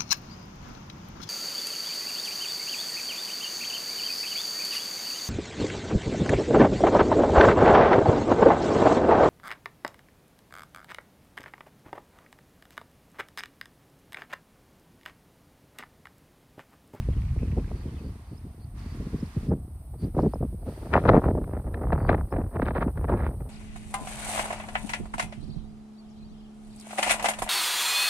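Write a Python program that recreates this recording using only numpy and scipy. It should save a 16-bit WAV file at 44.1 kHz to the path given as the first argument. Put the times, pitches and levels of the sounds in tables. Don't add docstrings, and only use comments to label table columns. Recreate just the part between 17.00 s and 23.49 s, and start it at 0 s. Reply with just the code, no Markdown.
import sys
import numpy as np
from scipy import signal
from scipy.fft import rfft, irfft, next_fast_len
from scipy.io import wavfile
from scipy.ndimage import uniform_filter1d

SR = 44100
rng = np.random.default_rng(int(sys.argv[2]) if len(sys.argv) > 2 else 0)


def dump_mix(stems):
    frames = np.atleast_2d(stems).T
    limited = np.clip(frames, -1, 1)
    pcm = np.round(limited * 32767).astype(np.int16)
    wavfile.write(sys.argv[1], SR, pcm)


N = 286209
T = np.arange(N) / SR
FFT_SIZE = next_fast_len(N, real=True)
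HZ = np.fft.rfftfreq(FFT_SIZE, 1 / SR) + 1e-3


def amp(db):
    return 10 ** (np.asarray(db) / 20)


def unit(x):
    return x / np.sqrt(np.mean(x ** 2) + 1e-20)


def curve(rows, column=1):
    rows = np.asarray(rows)
    return np.interp(T, rows[:, 0], rows[:, column])


def bump(centre_s, length_s):
    out = np.zeros(N)
    near = slice(*np.searchsorted(T, [centre_s - 2 * length_s, centre_s + 2 * length_s]))
    out[near] = np.exp(-(2 * (T[near] - centre_s) / length_s) ** 2)
    return out


def colour(points):
    hz, db = np.transpose(points)
    return amp(np.interp(np.log(HZ), np.log(hz), db))


def passband(centre_hz, half_width_hz):
    return 1 / (1 + ((HZ - centre_hz) / half_width_hz) ** 4)


def filtered(x, gain):
    return irfft(rfft(x, FFT_SIZE) * gain, FFT_SIZE)[..., :N]


def noise(gain):
    return unit(filtered(rng.standard_normal(FFT_SIZE), gain))


def wander(rate_hz):
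    return noise(passband(0, rate_hz))


def local_rms(x, window_s):
    size = max(int(window_s * SR), 2)
    return np.sqrt(abs(uniform_filter1d(uniform_filter1d(x ** 2, size), size)) + 1e-12)


def stereo(mid, side):
    return np.array([mid + side, mid - side])


def wide_noise(spectrum, width):
    gain = colour(spectrum)
    mid, side = filtered(rng.standard_normal((2, FFT_SIZE)), [gain, gain * colour(width)])
    return stereo(mid, side) / np.std(mid)


def scatter(x, t60_s=0.07, wet=1.0):
    t = T[:SR // 4]
    tail = rng.standard_normal((2, len(t))) * amp(-60 * t / t60_s)
    tail /= np.linalg.norm(tail[0])
    return x + wet * signal.fftconvolve(x[None], tail, axes=1)[:, :N]


# centre in seconds, depth in dB, length in seconds.
FLOW_LULLS = [(2.307, -3, 0.034), (3.738, -7, 0.1), (4.03, -4, 0.023), (4.213, -14.5, 0.05),
              (4.633, -12, 0.049), (5.296, -11, 0.061), (5.513, -11, 0.049), (5.746, -3, 0.026),
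              (5.927, -10, 0.054), (6.07, -3, 0.033)]


def lull_db():
    return sum(db * bump(s, length_s) for s, db, length_s in FLOW_LULLS)


# time in seconds, relative level in dB.
WIND_LEVEL = [(0.05, -28), (0.3, -29), (0.56, -26.5), (0.7, -34), (1.1, -36.5), (1.22, -46.5),
              (1.68, -40.5), (1.85, -36), (2.27, -42), (2.6, -40), (2.85, -41), (3.25, -35.5), (3.9, -36.5),
              (4.15, -21.5), (4.45, -33.5), (5.03, -26.5), (5.3, -31), (6.27, -28.5), (6.48, -37)]
# centre in seconds, relative level in dB, length in seconds, corner in Hz.
WIND_BUFFETS = [(0.09, -26, 0.0047, 232), (0.166, -36, 0.0059, 190), (0.364, -35, 0.0048, 220),
                (0.428, -31, 0.014, 207), (0.582, -24.5, 0.014, 293), (0.716, -33.5, 0.007, 355),
                (1.32, -38, 0.0094, 158), (1.45, -40.5, 0.012, 148), (2.008, -31.5, 0.01, 204),
                (2.062, -37, 0.018, 181), (2.138, -33, 0.011, 189), (2.433, -32, 0.0068, 110),
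                (2.507, -26.5, 0.052, 138), (2.52, -25.5, 0.021, 363), (2.943, -41, 0.0094, 460),
                (3.047, -29.5, 0.035, 170), (3.151, -31, 0.0067, 496), (3.191, -20.5, 0.02, 380),
                (3.249, -21, 0.032, 269), (3.36, -34.5, 0.0076, 380), (3.413, -23, 0.0063, 230),
                (3.435, -26, 0.0106, 284), (3.452, -28.5, 0.0027, 367), (3.532, -32, 0.0063, 227),
                (3.687, -32, 0.023, 300), (3.94, -16, 0.0079, 925), (3.96, -21.5, 0.041, 700),
                (4.06, -23, 0.029, 570), (4.091, -10, 0.0105, 723), (4.152, -15.5, 0.046, 483),
                (4.179, -16, 0.016, 220), (4.246, -29, 0.022, 620), (4.285, -22.5, 0.034, 407),
                (4.382, -24, 0.014, 344), (4.442, -35, 0.0044, 665), (4.549, -43.5, 0.07, 664),
                (4.669, -39, 0.026, 460), (4.744, -31, 0.0054, 840), (4.836, -34, 0.028, 480),
                (4.885, -34.5, 0.0072, 640), (4.93, -21, 0.011, 640), (5, -37.5, 0.14, 540),
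                (5.096, -20, 0.013, 795), (5.116, -23, 0.042, 600), (5.147, -25, 0.0085, 624),
                (5.188, -35, 0.017, 600), (5.333, -27, 0.019, 534), (5.366, -26.5, 0.0077, 590),
                (5.391, -25.5, 0.015, 367), (5.441, -30, 0.0054, 168), (5.558, -29.5, 0.016, 610),
                (5.597, -29, 0.013, 520), (5.626, -28, 0.012, 810), (5.659, -30.5, 0.012, 760),
                (5.683, -26, 0.015, 800), (5.712, -31.5, 0.012, 640), (5.769, -26, 0.027, 680),
                (5.822, -27, 0.021, 750), (5.877, -34.5, 0.033, 423), (5.978, -31, 0.0086, 670),
                (6.044, -32.5, 0.015, 580), (6.096, -25.5, 0.018, 600), (6.13, -22.5, 0.029, 480),
                (6.205, -34.5, 0.057, 704), (6.261, -33.5, 0.03, 785), (6.407, -37.5, 0.0057, 600)]
USUAL_BUFFET_DB, USUAL_CORNER_HZ = -23.5, 263
# frequency in Hz, relative density in dB.
RUMBLE_SPECTRUM = [(18, -40.5), (36, 0), (70, 5.5), (86, 2.5), (156, -9.5), (194, -17.5), (260, -28),
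                   (340, -40), (570, -120)]


def rumble(level_db=0.8, even_s=0.058, puff_db=2.5, puff_hz=11, shove_extra_s=0.0031):
    puffs_db = puff_db * np.minimum(wander(puff_hz), 1)
    power = amp(curve(WIND_LEVEL) + level_db + puffs_db) ** 2
    for s, db, length_s, corner_hz in WIND_BUFFETS:
        shove_db = -27.5 + 0.75 * (db - USUAL_BUFFET_DB)
        shove_db -= 3 * np.log2(corner_hz / USUAL_CORNER_HZ)
        power += amp(shove_db) ** 2 * bump(s, length_s + shove_extra_s)
    pressure = noise(colour(RUMBLE_SPECTRUM))
    return pressure / local_rms(pressure, even_s) * np.sqrt(power) * amp(lull_db())


# frequency in Hz, side over mid in dB.
PORT_SKEW = [(600, -76), (1150, -10.5), (1500, -24), (2300, 0.5), (3500, 5)]
# frequency in Hz, side over mid in dB.
PORT_DIFFERENCE = [(450, -77.5), (650, -63), (900, -16.5), (1500, -5), (2300, -14), (3500, -0.5),
                   (6000, -18)]


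def eddies(per_s=130, spread_db=8.5, wash=0.55, lag_s=0.003507, lag_hz=700, lobe_db=4.5):
    common, apart = np.zeros((2, len(HZ)), complex)
    for size in (0.5, 1, 2):
        arrivals = rng.random(N) < per_s / SR
        kicks = arrivals * amp(spread_db * np.clip(rng.standard_normal(N), -2, 2))
        delay_s = size * lag_s * 2 / (1 + HZ / lag_hz)
        lobes = amp(lobe_db * np.sin(2 * np.pi * np.log(HZ * size)))
        chirp = lobes * np.exp(-2j * np.pi * np.cumsum(delay_s) * SR / N)
        for spectrum in (common, apart):
            hail = unit(kicks * rng.choice([-1, 1], N)) + wash * rng.standard_normal(N)
            spectrum += rfft(hail, FFT_SIZE) * chirp
    return common, apart * colour(PORT_DIFFERENCE) - 1j * common * colour(PORT_SKEW)


def band_shares(centres_hz, corner_hz, hollow_hz=150):
    hz = centres_hz[:, None]
    ratio = hz / corner_hz
    power = hz / (1 + ratio ** 2) / (1 + (ratio / 2) ** 6.03) / (1 + (hollow_hz / hz) ** 4)
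    return power / power.sum(0)


def buffet_power(centres_hz, gain_db=1.48, wake_lag_s=0.012, wake_stretch=1.48, wake_hz=158.5):
    power, wakes = np.zeros((len(centres_hz), N)), np.zeros(N)
    for s, db, length_s, corner_hz in WIND_BUFFETS:
        swell = bump(s, length_s)
        near = np.flatnonzero(swell)
        shares = band_shares(centres_hz, corner_hz, hollow_hz=140 * corner_hz / USUAL_CORNER_HZ)
        power[:, near] += shares * amp(db + gain_db) ** 2 * swell[near]
        wake_db = -29 + 0.76 * (db - USUAL_BUFFET_DB)
        wakes += amp(wake_db) ** 2 * bump(s + wake_lag_s, length_s * wake_stretch)
    return power + band_shares(centres_hz, wake_hz) * wakes * amp(lull_db()) ** 2


# time in seconds, turbulence gain in dB, corner in Hz.
PORT_EXPOSURE = [(0.3, -20.5, 148), (0.9, -4.5, 178), (1.8, -9.5, 132), (2.15, 1, 145), (2.8, -14, 162),
                 (3.5, -15, 168), (3.7, -4, 444), (4.35, -0.5, 300), (4.65, -7, 422), (5.8, -9.5, 564),
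                 (6.45, -11.5, 402)]
# time in seconds, treble left over right in dB.
GUST_BALANCE = [(3.6, -2), (3.95, 5.5), (4.09, 5.5), (4.16, 8), (4.25, 0), (4.5, 0)]
# frequency in Hz, gain in dB.
PORT_RESPONSE = [(150, 2.5), (300, 0), (550, -1), (780, -3), (1000, -4.5), (1400, -3), (2200, -1),
                 (2900, -9), (3500, -13), (4400, -6), (6000, -8.5)]


def turbulence(gain_db=-3.5, even_s=0.027, snap_db=5.5, snap_hz=48, flutter_db=2.5, flutter_hz=120):
    centres_hz = 100 * np.sqrt(2) ** np.arange(14)
    snaps_db = snap_db * np.clip(wander(snap_hz), -2, 1.5)
    corner_hz = curve(PORT_EXPOSURE, column=2) * amp(0.078 * snaps_db)
    flow_db = curve(WIND_LEVEL) + curve(PORT_EXPOSURE) + lull_db() + gain_db + snaps_db
    power = band_shares(centres_hz, corner_hz) * amp(flow_db) ** 2 + buffet_power(centres_hz)
    spectra = np.array(eddies())
    lean = np.tanh(curve(GUST_BALANCE) * np.log(10) / 40)
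    out = np.zeros((2, N))
    for hz, band_power in zip(centres_hz, power):
        band = np.cos(np.pi / 2 * np.clip(2 * np.log2(HZ / hz), -1, 1)) ** 2
        flutter = amp(flutter_db * wander(flutter_hz))
        mid, side = irfft(spectra * band, FFT_SIZE)[:, :N] * flutter
        side += lean * mid * np.clip(np.log2(hz / 600), 0, 1)
        out += stereo(mid, side) * np.sqrt(band_power) / local_rms(mid, even_s + 2 / hz)
    return filtered(out, colour(PORT_RESPONSE)) * amp(-1.5)


# start in seconds, relative level in dB, hold in seconds, decay in seconds.
HISS_SWELLS = [(-0.1, -66.5, 1.03, 0.55), (1.737, -64, 0.718, 0.043), (2.982, -67, 0.052, 0.052),
               (3.137, -66.5, 0.041, 0.17), (3.634, -67, 0.44, 0.22)]
# frequency in Hz, relative density in dB.
BACKGROUND_SPECTRUM = [(300, -0.5), (700, 6.5), (1100, 11), (1450, 3.5), (1900, 4.5), (3300, -2),
                       (4600, -3), (6000, -7.5), (7800, -10.5), (10000, -52)]
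LAND_SPECTRUM = [(200, 6.5), (450, 0), (700, 10.5), (1050, -1), (1400, -5), (2200, -39.5), (5000, -45)]
# frequency in Hz, side over mid in dB.
BACKGROUND_SPREAD = [(800, -48), (1100, -9.5), (1500, 4), (2500, -3.5), (8000, 3)]
# frequency in Hz, left gain and right loss in dB.
BACKGROUND_LEAN = [(1200, 0), (2000, -1), (3300, -0.5), (5500, -3), (8000, 2)]


def background(rest_db=-81, rise_s=0.051, hiss_gain_db=7.5, land_db=-63):
    power = amp(rest_db) ** 2
    for s, db, hold_s, decay_s in HISS_SWELLS:
        rise = np.clip((T - s) / rise_s, 0, 1)
        fade = np.exp(-np.maximum(T - s - hold_s, 0) / decay_s)
        power = power + (amp(db) * rise * fade) ** 2
    hiss = wide_noise(BACKGROUND_SPECTRUM, BACKGROUND_SPREAD) * np.sqrt(power) * amp(hiss_gain_db)
    land = wide_noise(LAND_SPECTRUM, BACKGROUND_SPREAD) * amp(land_db)
    lean = colour(BACKGROUND_LEAN)
    return filtered(hiss, [lean, 1 / lean]) + land


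# time in seconds, level in dB.
HIGH_HISS_LEVEL = [(0, -69.5), (1.3, -70), (2.2, -67.5), (2.7, -65.5), (3.4, -63.5), (4.5, -63), (6.4, -62)]
# frequency in Hz, relative density in dB.
HIGH_HISS_SPECTRUM = [(2500, -22), (5000, -14), (7700, -31), (8100, 6.5), (9000, 6), (10400, 5.5),
                      (11600, -16), (13300, 4), (15500, -9), (16300, -37)]
# frequency in Hz, side over mid in dB.
HIGH_HISS_SPREAD = [(8000, 6.5), (9500, -48), (11000, 18), (13500, -7), (16000, -10.5)]


def high_hiss(flicker_db=0.67, flicker_hz=30):
    hiss = wide_noise(HIGH_HISS_SPECTRUM, HIGH_HISS_SPREAD)
    return hiss * amp(curve(HIGH_HISS_LEVEL) + flicker_db * wander(flicker_hz))


# centre in seconds, level in dB, pitch in Hz.
STALK_TICKS = [(0.142, -60, 2300), (0.308, -58, 2280), (0.391, -48, 2400), (0.598, -53, 2530),
               (0.645, -50, 1790), (0.662, -56, 2380), (0.682, -52, 2380), (0.694, -55, 2100),
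               (0.813, -55, 1750), (0.97, -53, 2150)]


def stalks(scratch_hz=330, tick_s=0.0036, touches_per_s=50, touch_db=-56, decay_s=0.0026, fade_s=0.83):
    jitter_hz = scratch_hz * wander(600)
    ticks = np.zeros(N)
    for s, db, hz in STALK_TICKS:
        ticks += amp(db) * np.sqrt(bump(s, tick_s)) * np.sin(2 * np.pi * np.cumsum(hz + jitter_hz) / SR)
    touches = (rng.random(N) < touches_per_s / SR) * amp(touch_db + 2.5 * rng.standard_normal(N))
    touches /= 1 + (T / fade_s) ** 8
    rustle = signal.lfilter([1], [1, -np.exp(-1 / (decay_s * SR))], touches)
    band = passband(2300, 700)
    return scatter(ticks, t60_s=0.018, wet=0.38) + np.array([noise(band), noise(band)]) * rustle


# frequency in Hz, relative density in dB.
RASP_SPECTRUM = [(2200, -24.5), (3000, 4.5), (4000, 3.5), (5200, -16), (7000, -27)]


def rasp(gain_db=-45, pivot_hz=500, db_per_octave=20, stretch=1.5, flutter_db=4, flutter_hz=160):
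    power = np.zeros(N)
    for s, db, length_s, corner_hz in WIND_BUFFETS:
        tilt_db = db_per_octave * np.log2(corner_hz / pivot_hz)
        power += amp(db + gain_db + tilt_db) ** 2 * bump(s, length_s * stretch)
    flutter = unit(amp(flutter_db * wander(flutter_hz)))
    band = colour(RASP_SPECTRUM)
    return np.array([noise(band), noise(band)]) * flutter * np.sqrt(power)


# centre in seconds, relative level in dB, length in seconds, start and end in Hz.
BIRD_WHISTLES = [(0.135, -61.5, 0.022, 3530, 3070), (0.18, -58, 0.023, 3100, 2300),
                 (0.417, -62, 0.15, 2570, 2500), (0.882, -62, 0.022, 3500, 3000),
                 (0.962, -64, 0.036, 3760, 2840), (0.988, -59, 0.032, 2600, 2520)]


def whistling_bird(waver_hz=130):
    song, jitter_hz = np.zeros(N), waver_hz * wander(250)
    for s, db, length_s, start_hz, end_hz in BIRD_WHISTLES:
        along = np.clip((T - s) / length_s + 0.5, 0, 1)
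        pitch_hz = start_hz + (end_hz - start_hz) * along + jitter_hz
        song += amp(db) * np.sin(np.pi * along) * np.sin(2 * np.pi * np.cumsum(pitch_hz) / SR)
    return scatter(song) * amp([[-1], [1.5]])


# end in seconds, relative buzz level in dB, length in seconds, relative pip level in dB.
BIRD_CALLS = [(0.829, -63.5, 0.09, -61), (1.095, -66, 0.14, -63), (1.373, -72, 0.15, -55),
              (1.655, -67, 0.061, -75), (1.93, -62, 0.13, -59), (2.2, -67, 0.041, -51),
              (2.486, -72, 0.052, -56), (3.056, -61, 0.063, -72), (3.335, -72.5, 0.095, -53),
              (3.902, -69.5, 0.3, -72), (5.082, -69.5, 0.11, -74), (5.311, -78, 0.02, -55)]
# frequency in Hz, relative density in dB.
BUZZ_SPECTRUM = [(3900, -40), (4250, -4), (4750, 0), (5050, -40)]


def buzzing_bird(trill_hz=150, note_hz=4660, pip_hz=5130, waver_hz=110, tone_s=0.0124):
    buzz, note, pip = np.zeros((3, N))
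    for end_s, buzz_db, length_s, pip_db in BIRD_CALLS:
        note_at_s, pip_at_s = end_s - 0.0092, end_s + 0.0059
        along = np.clip((T - note_at_s) / length_s + 1, 0, 1) * (T < note_at_s)
        buzz += amp(buzz_db) * along ** 0.46
        note += amp(buzz_db + 7) * bump(note_at_s, tone_s)
        pip += amp(pip_db - 5) * bump(pip_at_s, tone_s)
    trill_phase = 2 * np.pi * np.cumsum(trill_hz * (1 + 0.092 * wander(7.1))) / SR
    song = np.sqrt(2) * buzz * (1 + np.cos(trill_phase)) * noise(colour(BUZZ_SPECTRUM))
    for envelope, hz in ((note, note_hz), (pip, pip_hz)):
        song += envelope * np.sin(2 * np.pi * np.cumsum(hz + waver_hz * wander(200)) / SR)
    return scatter(song, t60_s=0.016) * amp([[-6], [-2]])


# centre in seconds, level in dB.
BIRD_CHIPS = [(1.795, -62), (2.262, -57), (3.2, -60), (3.223, -59)]


def chips(centre_hz=4750, half_width_hz=650, length_s=0.0065):
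    envelope = sum(amp(db) * bump(s, length_s) for s, db in BIRD_CHIPS)
    return scatter(envelope * noise(passband(centre_hz, half_width_hz)), t60_s=0.03, wet=0.6)


# peak time in seconds, relative level in dB, pitch at the peak in Hz.
EDDY_SLAPS = [(2.148, -19, 229), (2.234, -21, 185), (2.375, -17, 134), (2.526, -15, 246),
              (3.171, -16.5, 350), (3.194, -12, 604), (3.271, -13, 287), (3.339, -20, 580),
              (3.429, -31, 656), (3.956, -7.5, 820), (3.979, -12, 870), (4.1, -4, 680), (4.22, -26, 904),
              (4.243, -21, 980), (4.821, -36.5, 1000), (4.843, -26.5, 800), (4.872, -32, 950),
              (4.906, -25.5, 910), (4.953, -31, 1210), (4.98, -26.5, 1040), (5.006, -26.5, 1130),
              (5.052, -24.5, 930), (5.066, -35, 1000), (5.212, -28, 1070), (5.631, -17.5, 265),
              (5.829, -21.5, 1070), (5.869, -17, 247), (6.098, -17.5, 734)]


def slaps(fall_turns=2.45, width_turns=1.47, small_hz=350, roughness=0.24, top_hz=2200):
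    pressure, ragged = np.zeros(N), 1 + roughness * wander(270)
    for (s, db, hz), offset_turns in zip(EDDY_SLAPS, rng.random(len(EDDY_SLAPS))):
        spread = np.sqrt(max(hz / small_hz, 1))
        fall, width = fall_turns * spread, width_turns * spread
        turns = fall * np.log(np.maximum(1 + (T - s) * hz / fall, 1e-3))
        near = abs(turns) < 3 * width
        envelope = amp(db) / np.sqrt(spread) * np.exp(-(turns[near] / width) ** 2)
        pressure[near] += envelope * np.sin(2 * np.pi * (turns[near] + offset_turns))
    return filtered(pressure * ragged, 1 / (1 + (HZ / top_hz) ** 6))


def scene():
    wind = rumble() + turbulence() + rasp() + slaps()
    return wind + background() + high_hiss() + stalks() + buzzing_bird() + chips() + whistling_bird()


def record(dry):
    ceiling, edge_hz = 0.95, 16100
    rounded = dry / (1 + (dry / ceiling) ** 4) ** (1 / 4)
    lowpass = signal.firwin(511, edge_hz, window=("kaiser", 9), fs=SR)
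    return signal.oaconvolve(rounded, lowpass[None], "same")


dry = scene()
out = record(dry)
dump_mix(out)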